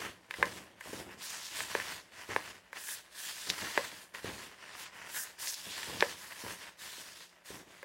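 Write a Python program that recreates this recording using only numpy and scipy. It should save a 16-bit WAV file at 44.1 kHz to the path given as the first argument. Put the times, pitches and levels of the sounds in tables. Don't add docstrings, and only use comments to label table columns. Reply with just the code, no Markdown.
import sys
import numpy as np
from scipy import signal
from scipy.fft import rfft, irfft, next_fast_len
from scipy.io import wavfile
from scipy.ndimage import uniform_filter1d, map_coordinates

SR = 44100
rng = np.random.default_rng(int(sys.argv[2]) if len(sys.argv) > 2 else 0)


def unload_wav(signal):
    wavfile.write(
        sys.argv[1],
        SR,
        np.round(np.clip(np.atleast_2d(signal).T, -1, 1) * 32767).astype(np.int16),
    )


N = 345855

# frequency_hz, relative_db
AIR_COLOUR = [(25, -37.5), (60, 6), (100, -14), (250, -5), (600, 4.5), (1500, -19), (4000, -22.5),
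              (15000, -29.5)]
# pitch_hz, level_db
MOTOR_TONES = [(177, -79.5), (352, -82)]
# frequency_hz, fade_s
ECHO_FADES = [(150, 0.44), (600, 0.21), (2000, 0.25), (6000, 0.086), (15000, 0.099)]

# centre_hz, width_hz, relative_db
BOWL_RESONANCES = [(190, 190, -5), (449, 160, 9.5), (933, 266, 5.5), (1715, 250, 4.5), (2300, 760, 0),
                   (3620, 810, 1), (5230, 3100, -4), (8950, 5800, -39)]
# pitch_hz, relative_db, fade_s (to fall by 60 dB)
WALL_TONES = [(498.4, -2, 0.17), (562.5, 4, 0.096), (906, -15, 0.089), (1034, -3.5, .08),
              (1622, 3.5, 0.035), (1760, -5.5, 0.086), (1816, 2, 0.021), (2044, 7, 0.033),
              (2370, -10, 0.042), (2930, 1.5, 0.028), (4800, 3, 0.054)]
# time_s, knock_peak_db, low_hz, high_hz, ring_db (relative to the knock)
SPOON_HITS = [(0.3093, -22.5, 1590, 2630, -14), (.34, -27, 1400, 2860, -6.5), (.427, -9.5, 990, 1910, -7.5),
              (0.4563, -28, 504, 6040, -29), (0.809, -34.5, 1900, 2020, -0.5),
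              (1.605, -21.5, 1330, 2400, -25), (1.7507, -15.5, 326, 2400, -12),
              (1.7997, -24, 1700, 2410, -3), (2.3624, -12, 640, 2000, -26), (2.73, -30.5, 1150, 2130, -10),
              (2.888, -31.5, 1540, 2050, -10), (3.5007, -11, 2800, 4970, -22),
              (3.776, -10.5, 332, 2410, -8), (4.148, -32.5, 1800, 2420, -2.5),
              (5.4728, -23.5, 1490, 5840, -11), (5.542, -25, 3000, 8000, -29),
              (5.831, -25.5, 1450, 2980, -18), (6.007, -12, 1700, 4800, -30), (6.0245, -8, 397, 2370, -12),
              (6.322, -31.5, 1560, 2980, -6), (6.464, -30, 500, 1960, -9.5), (7.459, -43, 890, 10900, -22),
              (7.829, -34, 453, 1980, -6)]

# frequency_hz, relative_db
PUSH_COLOUR = [(25, -39), (45, -11), (65, -1), (100, 2.5), (155, -2), (190, 3.5), (235, -1), (310, 2),
               (520, -2), (720, -5), (1100, -7.5), (2500, -42)]
RUB_COLOUR = [(300, -14.5), (600, -7), (800, -7.5), (980, -1), (1200, -5), (1420, -3), (1620, -1.5),
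              (1860, 0.5), (2300, -4.5), (3000, -6.5), (5000, -50)]
RUSTLE_COLOUR = [(900, -51.5), (1900, -12), (2600, -2), (3500, 1), (4000, -1), (4700, -0.5), (6500, -5),
                 (8500, -9), (14000, -30.5)]
SCRAPE_COLOUR = [(2500, -35.5), (5000, -4.5), (7000, -1), (9000, -0.5), (11500, -3), (13300, -7.5),
                 (15000, -10.5), (16000, -7)]
FINE_FLOUR_COLOUR = [(5000, -40), (9000, -9.5), (11500, 0), (13300, -3), (15000, -1)]

# start_s, rise_s, length_s, rustle_db, rub_db, hiss_db
SPOON_STROKES = [(-0.043, 0.037, 0.095, -49, -42.5, -55), (0.284, 0.116, 0.29, -51, -49, -56.5),
                 (0.784, 0.12, 0.21, -51.5, -47.5, -54.5), (1.069, 0.049, 0.059, -61.0, -51.5, -64.5),
                 (1.171, 0.052, 0.42, -47.5, -50, -55.5), (1.539, 0.011, 0.4, -46.5, -45.5, -53.5),
                 (2.089, 0.19, 0.14, -52, -46, -57.5), (2.253, 0.045, 0.24, -52.0, -48, -58.5),
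                 (2.715, 0.074, 0.26, -53, -55, -56.5), (3.096, 0.14, 0.35, -46, -52.5, -52),
                 (3.442, 0.034, 0.44, -47, -46, -53.0), (3.904, 0.047, 0.13, -60.5, -58.5, -59.5),
                 (4.134, 0.0086, 0.059, -56.5, -52, -59), (4.205, 0.054, 0.25, -51, -49, -57),
                 (4.458, 0.38, 0.36, -52, -46, -64), (4.911, 0.045, 0.16, -59.5, -50, -65.5),
                 (5.034, 0.062, 0.24, -52, -51, -56.5), (5.379, 0.022, 0.15, -47, -50.5, -52),
                 (5.552, 0.02, 0.14, -49.5, -55, -54.5), (5.687, 0.055, 0.42, -45.5, -46, -52.5),
                 (6.151, 0.036, 0.18, -55.5, -55, -56), (6.327, 0.07, 0.2, -52, -51, -53.5),
                 (6.55, 0.063, 0.082, -51.0, -49.5, -58), (6.768, 0.045, 0.25, -51.5, -53.5, -54.5),
                 (7.035, 0.023, 0.2, -54, -57.0, -61.5), (7.437, 0.033, 0.12, -53.5, -53.5, -56.0),
                 (7.663, 0.048, 0.16, -64, -61, -71.0)]
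# start_s, rise_s, length_s, hiss_db
FAST_SWEEPS = [(1.21, 0.045, 0.044, -46), (2.768, 0.12, 0.175, -44), (3.135, 0.076, 0.128, -49.5),
               (4.742, 0.053, 0.095, -52.0), (5.097, 0.071, 0.14, -41), (5.384, 0.034, 0.15, -44.5)]
# start_s, rise_s, push_db, settle_s
HEAP_DIGS = [(0.0, 0.0077, -47.5, 0.12), (0.384, 0.014, -40.5, 0.13), (.857, .01, -46, .07),
             (0.9302, .003, -40, 0.11), (1.59, 0.026, -48.5, 0.087), (1.75, .01, -53.5, 0.22),
             (2.29, 0.0083, -41, 0.058), (2.465, 0.018, -54, 0.077), (3.47, 0.027, -45, .05),
             (3.615, 0.014, -47.5, 0.036), (3.776, 0.0092, -53, 0.16), (4.2432, 0.00077, -41, 0.12),
             (5.655, 0.015, -52.5, .05), (5.871, .02, -41, 0.13), (6.4365, 0.0049, -47, 0.084),
             (6.98, .002, -56, .07), (7.503, .002, -47.5, .11)]
# peak_s, half_length_s, pitch_hz, level_db
EDGE_BITES = [(1.267, .02, 5260, -48.5), (1.324, 0.054, 7200, -51), (1.45, 0.033, 4770, -48),
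              (1.595, 0.05, 8100, -50), (3.498, 0.018, 4480, -37.5), (5.495, 0.047, 5660, -41.5),
              (5.734, 0.027, 3720, -49)]
# peak_s, half_length_s, rub_db, rustle_db
BLADE_PRESSES = [(0.05, 0.015, -41.5, -61), (1.853, 0.081, -45.5, -54), (2.215, .008, -48, -58),
                 (2.327, 0.017, -37, -47), (2.773, 0.014, -47, -55), (2.897, .015, -55, -47),
                 (3.824, 0.021, -42.5, -47), (4.273, 0.021, -42, -49.5), (4.83, 0.035, -51, -49.5),
                 (5.04, .025, -47, -60), (5.163, 0.014, -46.5, -48), (5.44, 0.031, -44, -50),
                 (5.74, 0.028, -55, -42.5), (6.318, 0.0092, -49, -62), (6.638, 0.024, -47.5, -62)]

LIFT_S, SWEEP_RELEASE_S = 0.052, 0.013
TRICKLE_DB, TRICKLE_S = -12.5, 0.087
HEAP_DB = -13.5
DIG_RUB_DB, THUD_DB = -17.5, 11.5
DIG_HOLD_S, THUD_RISE_S = 0.0069, 0.0073
IDLE_RUSTLE_DB, IDLE_RUB_DB, IDLE_HISS_DB = -71.5, -63.5, -78
HAND_DB, HAND_PER_S = 0.7, 24
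PUFF_DB, PUFF_RISE_S, PUFF_FADE_S = -56, .003, 0.0049


def amp(db):
    return 10 ** (np.asarray(db) / 20)


def unit(x):
    return x / np.sqrt(np.mean(x ** 2) + 1e-20)


def along(points, hz):
    frequencies, values = np.transpose(points)
    return np.interp(np.log(hz + 1), np.log(frequencies), values)


def filtered(x, response):
    size = next_fast_len(len(x) + 8192)
    return irfft(rfft(x, size) * response(np.fft.rfftfreq(size, 1 / SR)), size)[:len(x)]


def coloured(x, colour):
    return unit(filtered(x, lambda hz: amp(along(colour, hz))))


def resonance(x, hz, octaves):
    f, t, spectrum = signal.stft(x, SR, nperseg=256)
    distance = np.log2((f[:, None] + 1) / np.interp(t * SR, np.arange(N), hz))
    return unit(signal.istft(spectrum / (1 + (distance / octaves) ** 2), SR, nperseg=256)[1][:N])


def wobble(per_s):
    return map_coordinates(rng.standard_normal(int(N * per_s / SR) + 4), [np.arange(N) * per_s / SR])


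def envelope(start_s, rise_s, length_s, release_s):
    t = np.arange(N) / SR - start_s
    return np.clip(t / rise_s, 0, 1) * np.exp(-np.maximum(t - length_s, 0) / release_s)


def swell(peak_s, half_s):
    return np.exp(-.5 * ((np.arange(N) / SR - peak_s) / half_s) ** 2)


def air_and_hum():
    t = np.arange(N) / SR
    hum = sum(amp(db) * unit(np.sin(2 * np.pi * hz * t + 0.25 * wobble(4.5))) for hz, db in MOTOR_TONES)
    return hum + amp(-71.5) * coloured(rng.standard_normal(N), AIR_COLOUR)


def kitchen_echo(x, gap_s=.004):
    hz, t, noise = signal.stft(rng.standard_normal(SR // 2), SR, nperseg=256)
    fade = amp(-60 * t / along(ECHO_FADES, hz)[:, None])
    tail = signal.istft(noise * fade, SR, nperseg=256)[1]
    tail = np.pad(tail / np.linalg.norm(tail), (round(gap_s * SR), 0))
    return signal.fftconvolve(x, tail)[:N]


def bowl_response(hz, spread_s=0.000693):
    body = sum(amp(db) * 1j * hz * width / (centre ** 2 - hz ** 2 + 1j * hz * width)
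               for centre, width, db in BOWL_RESONANCES)
    return body * np.exp(-4j * np.pi * spread_s * np.sqrt(1000 * hz))


def bowl_blow(low_hz, high_hz, ring_db, crunch_db, build_s=0.00056, crunch_s=0.021):
    t = np.arange(SR // 5) / SR
    stiffness = signal.butter(2, low_hz, "high", fs=SR, output="sos")
    cushion = signal.butter(4, high_hz, fs=SR, output="sos")
    crunch = rng.standard_normal(len(t)) * amp(crunch_db - 60 * t / crunch_s)
    force = signal.sosfilt(stiffness, signal.sosfilt(cushion, t == 0) + crunch)
    knock = filtered(force, bowl_response)
    wall = np.zeros(len(t))
    for hz, db, fade_s in WALL_TONES:
        level = amp(db + rng.standard_normal() - 60 * t / fade_s)
        wall += level * np.sin(2 * np.pi * (hz * t + rng.random()))
    ring = signal.fftconvolve(force, wall * (1 - np.exp(-t / build_s)))[:len(t)]
    return knock / np.abs(knock).max() + amp(ring_db) * ring / np.abs(ring).max()


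def knocks(thud_low_hz=80, thud_high_hz=540, thud_ring_db=-20):
    out = np.zeros(N + SR)
    thuds = [(s, db + THUD_DB - 20 * np.log10(1 + rise / THUD_RISE_S),
              thud_low_hz, thud_high_hz, thud_ring_db) for s, rise, db, _ in HEAP_DIGS]
    for s, db, low_hz, high_hz, ring_db in SPOON_HITS + thuds:
        blow = amp(db) * bowl_blow(low_hz, high_hz, ring_db, crunch_db=-48.5 - 0.26 * db)
        out[round(s * SR):][:len(blow)] += blow
    return out[:N]


def grains(per_s, scatter_db=4):
    moments = rng.random(N) < per_s / SR
    size = amp(scatter_db * np.clip(rng.standard_normal(N), -2.5, 2.5))
    return unit(moments * size * rng.choice([-1, 1], N))


def edge_swishes():
    level = sum(amp(db) * swell(s, half) for s, half, _, db in EDGE_BITES)
    peaks_s, _, pitches_hz, _ = np.transpose(EDGE_BITES)
    glide_hz = np.interp(np.arange(N) / SR, peaks_s, pitches_hz)
    flicker = amp(2.9 * wobble(70))
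    return level * flicker * resonance(grains(3000), glide_hz, octaves=0.49)


def slips(per_s, settle_s):
    kicks = (rng.random(N) < per_s / SR) * rng.uniform(0.5, 1, N)
    settling = np.sqrt(signal.lfilter([1], [1, -np.exp(-1 / (settle_s * SR))], kicks))
    return unit(settling - settling.mean())


def shifting_heap(x, depth_db):
    spectrum = signal.stft(x, SR, nperseg=512)[2]
    patches = uniform_filter1d(rng.standard_normal(spectrum.shape), 9, axis=0)
    patches = uniform_filter1d(patches, 12, axis=1)
    return signal.istft(spectrum * amp(depth_db * unit(patches)), SR, nperseg=512)[1][:N]


def stroke(start_s, rise_s, length_s):
    trickle = amp(TRICKLE_DB) * envelope(start_s, rise_s, length_s, TRICKLE_S)
    return np.maximum(envelope(start_s, rise_s, length_s, LIFT_S), trickle)


def spoon_effort():
    passes = np.array([stroke(s, rise, length) for s, rise, length, *_ in SPOON_STROKES])
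    rustle, rub, hiss = amp(np.array(SPOON_STROKES)[:, 3:]).T ** 2 @ passes ** 2
    presses = np.array([swell(s, half) for s, half, *_ in BLADE_PRESSES])
    chatter, crush = amp(np.array(BLADE_PRESSES)[:, 2:]).T ** 2 @ presses ** 2
    sweep = sum((amp(db) * envelope(s, rise, length, SWEEP_RELEASE_S)) ** 2
                for s, rise, length, db in FAST_SWEEPS)
    dig = sum((amp(db) * envelope(s, rise, rise + DIG_HOLD_S, settle)) ** 2
              for s, rise, db, settle in HEAP_DIGS)
    puff = sum((amp(PUFF_DB) * envelope(s - PUFF_RISE_S, PUFF_RISE_S, PUFF_RISE_S, PUFF_FADE_S)) ** 2
               for s, *_ in SPOON_HITS)
    rub = rub + amp(IDLE_RUB_DB) ** 2
    powers = [dig + amp(HEAP_DB) ** 2 * rub,
              rub + chatter + amp(DIG_RUB_DB) ** 2 * dig,
              rustle + crush + amp(IDLE_RUSTLE_DB) ** 2,
              hiss + sweep + puff + amp(IDLE_HISS_DB) ** 2]
    return 10 * np.log10(powers) + HAND_DB * wobble(HAND_PER_S)


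def stirring():
    push_db, rub_db, rustle_db, scrape_db = spoon_effort()
    catch = slips(60, settle_s=0.021)
    heap_slip = slips(29, settle_s=0.029)
    push = amp(push_db - 3.5 + 1.8 * catch + 1.3 * heap_slip) * coloured(grains(1500), PUSH_COLOUR)
    rub = amp(rub_db - 2 + 2.1 * catch) * coloured(grains(2000), RUB_COLOUR)
    rustle = amp(rustle_db - 1 + 1.3 * catch) * coloured(grains(7000), RUSTLE_COLOUR)
    scrape = amp(scrape_db + 0.85 + 0.88 * catch) * coloured(grains(18000), SCRAPE_COLOUR)
    fine = amp(1.224 * scrape_db + 5.5 + catch) * coloured(grains(14000), FINE_FLOUR_COLOUR)
    buzz = amp(scrape_db - 8 + 3 * catch) * resonance(grains(900), hz=np.full(N, 1700), octaves=0.13)
    clicks = filtered(grains(39), lambda hz: 1j * hz / (1j * hz + 1500) / (1 + 1j * hz / 6000) ** 2)
    cracks = amp(rustle_db - 22) * unit(clicks)
    return push + rub + shifting_heap(rustle + scrape, depth_db=1.5) + fine + buzz + cracks


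def scene():
    friction = stirring() + edge_swishes()
    blows = knocks()
    echo = kitchen_echo(amp(-19.5) * friction + amp(-17) * blows)
    mono = friction + blows + echo + air_and_hum()
    return np.array([mono, mono])


def record(dry):
    bass_hz, top_hz = 38, 15850
    response = lambda hz: (hz < top_hz) * hz ** 4 / (hz ** 4 + bass_hz ** 4)
    return np.array([filtered(channel, response) for channel in dry])


dry = scene()
out = record(dry)
unload_wav(out)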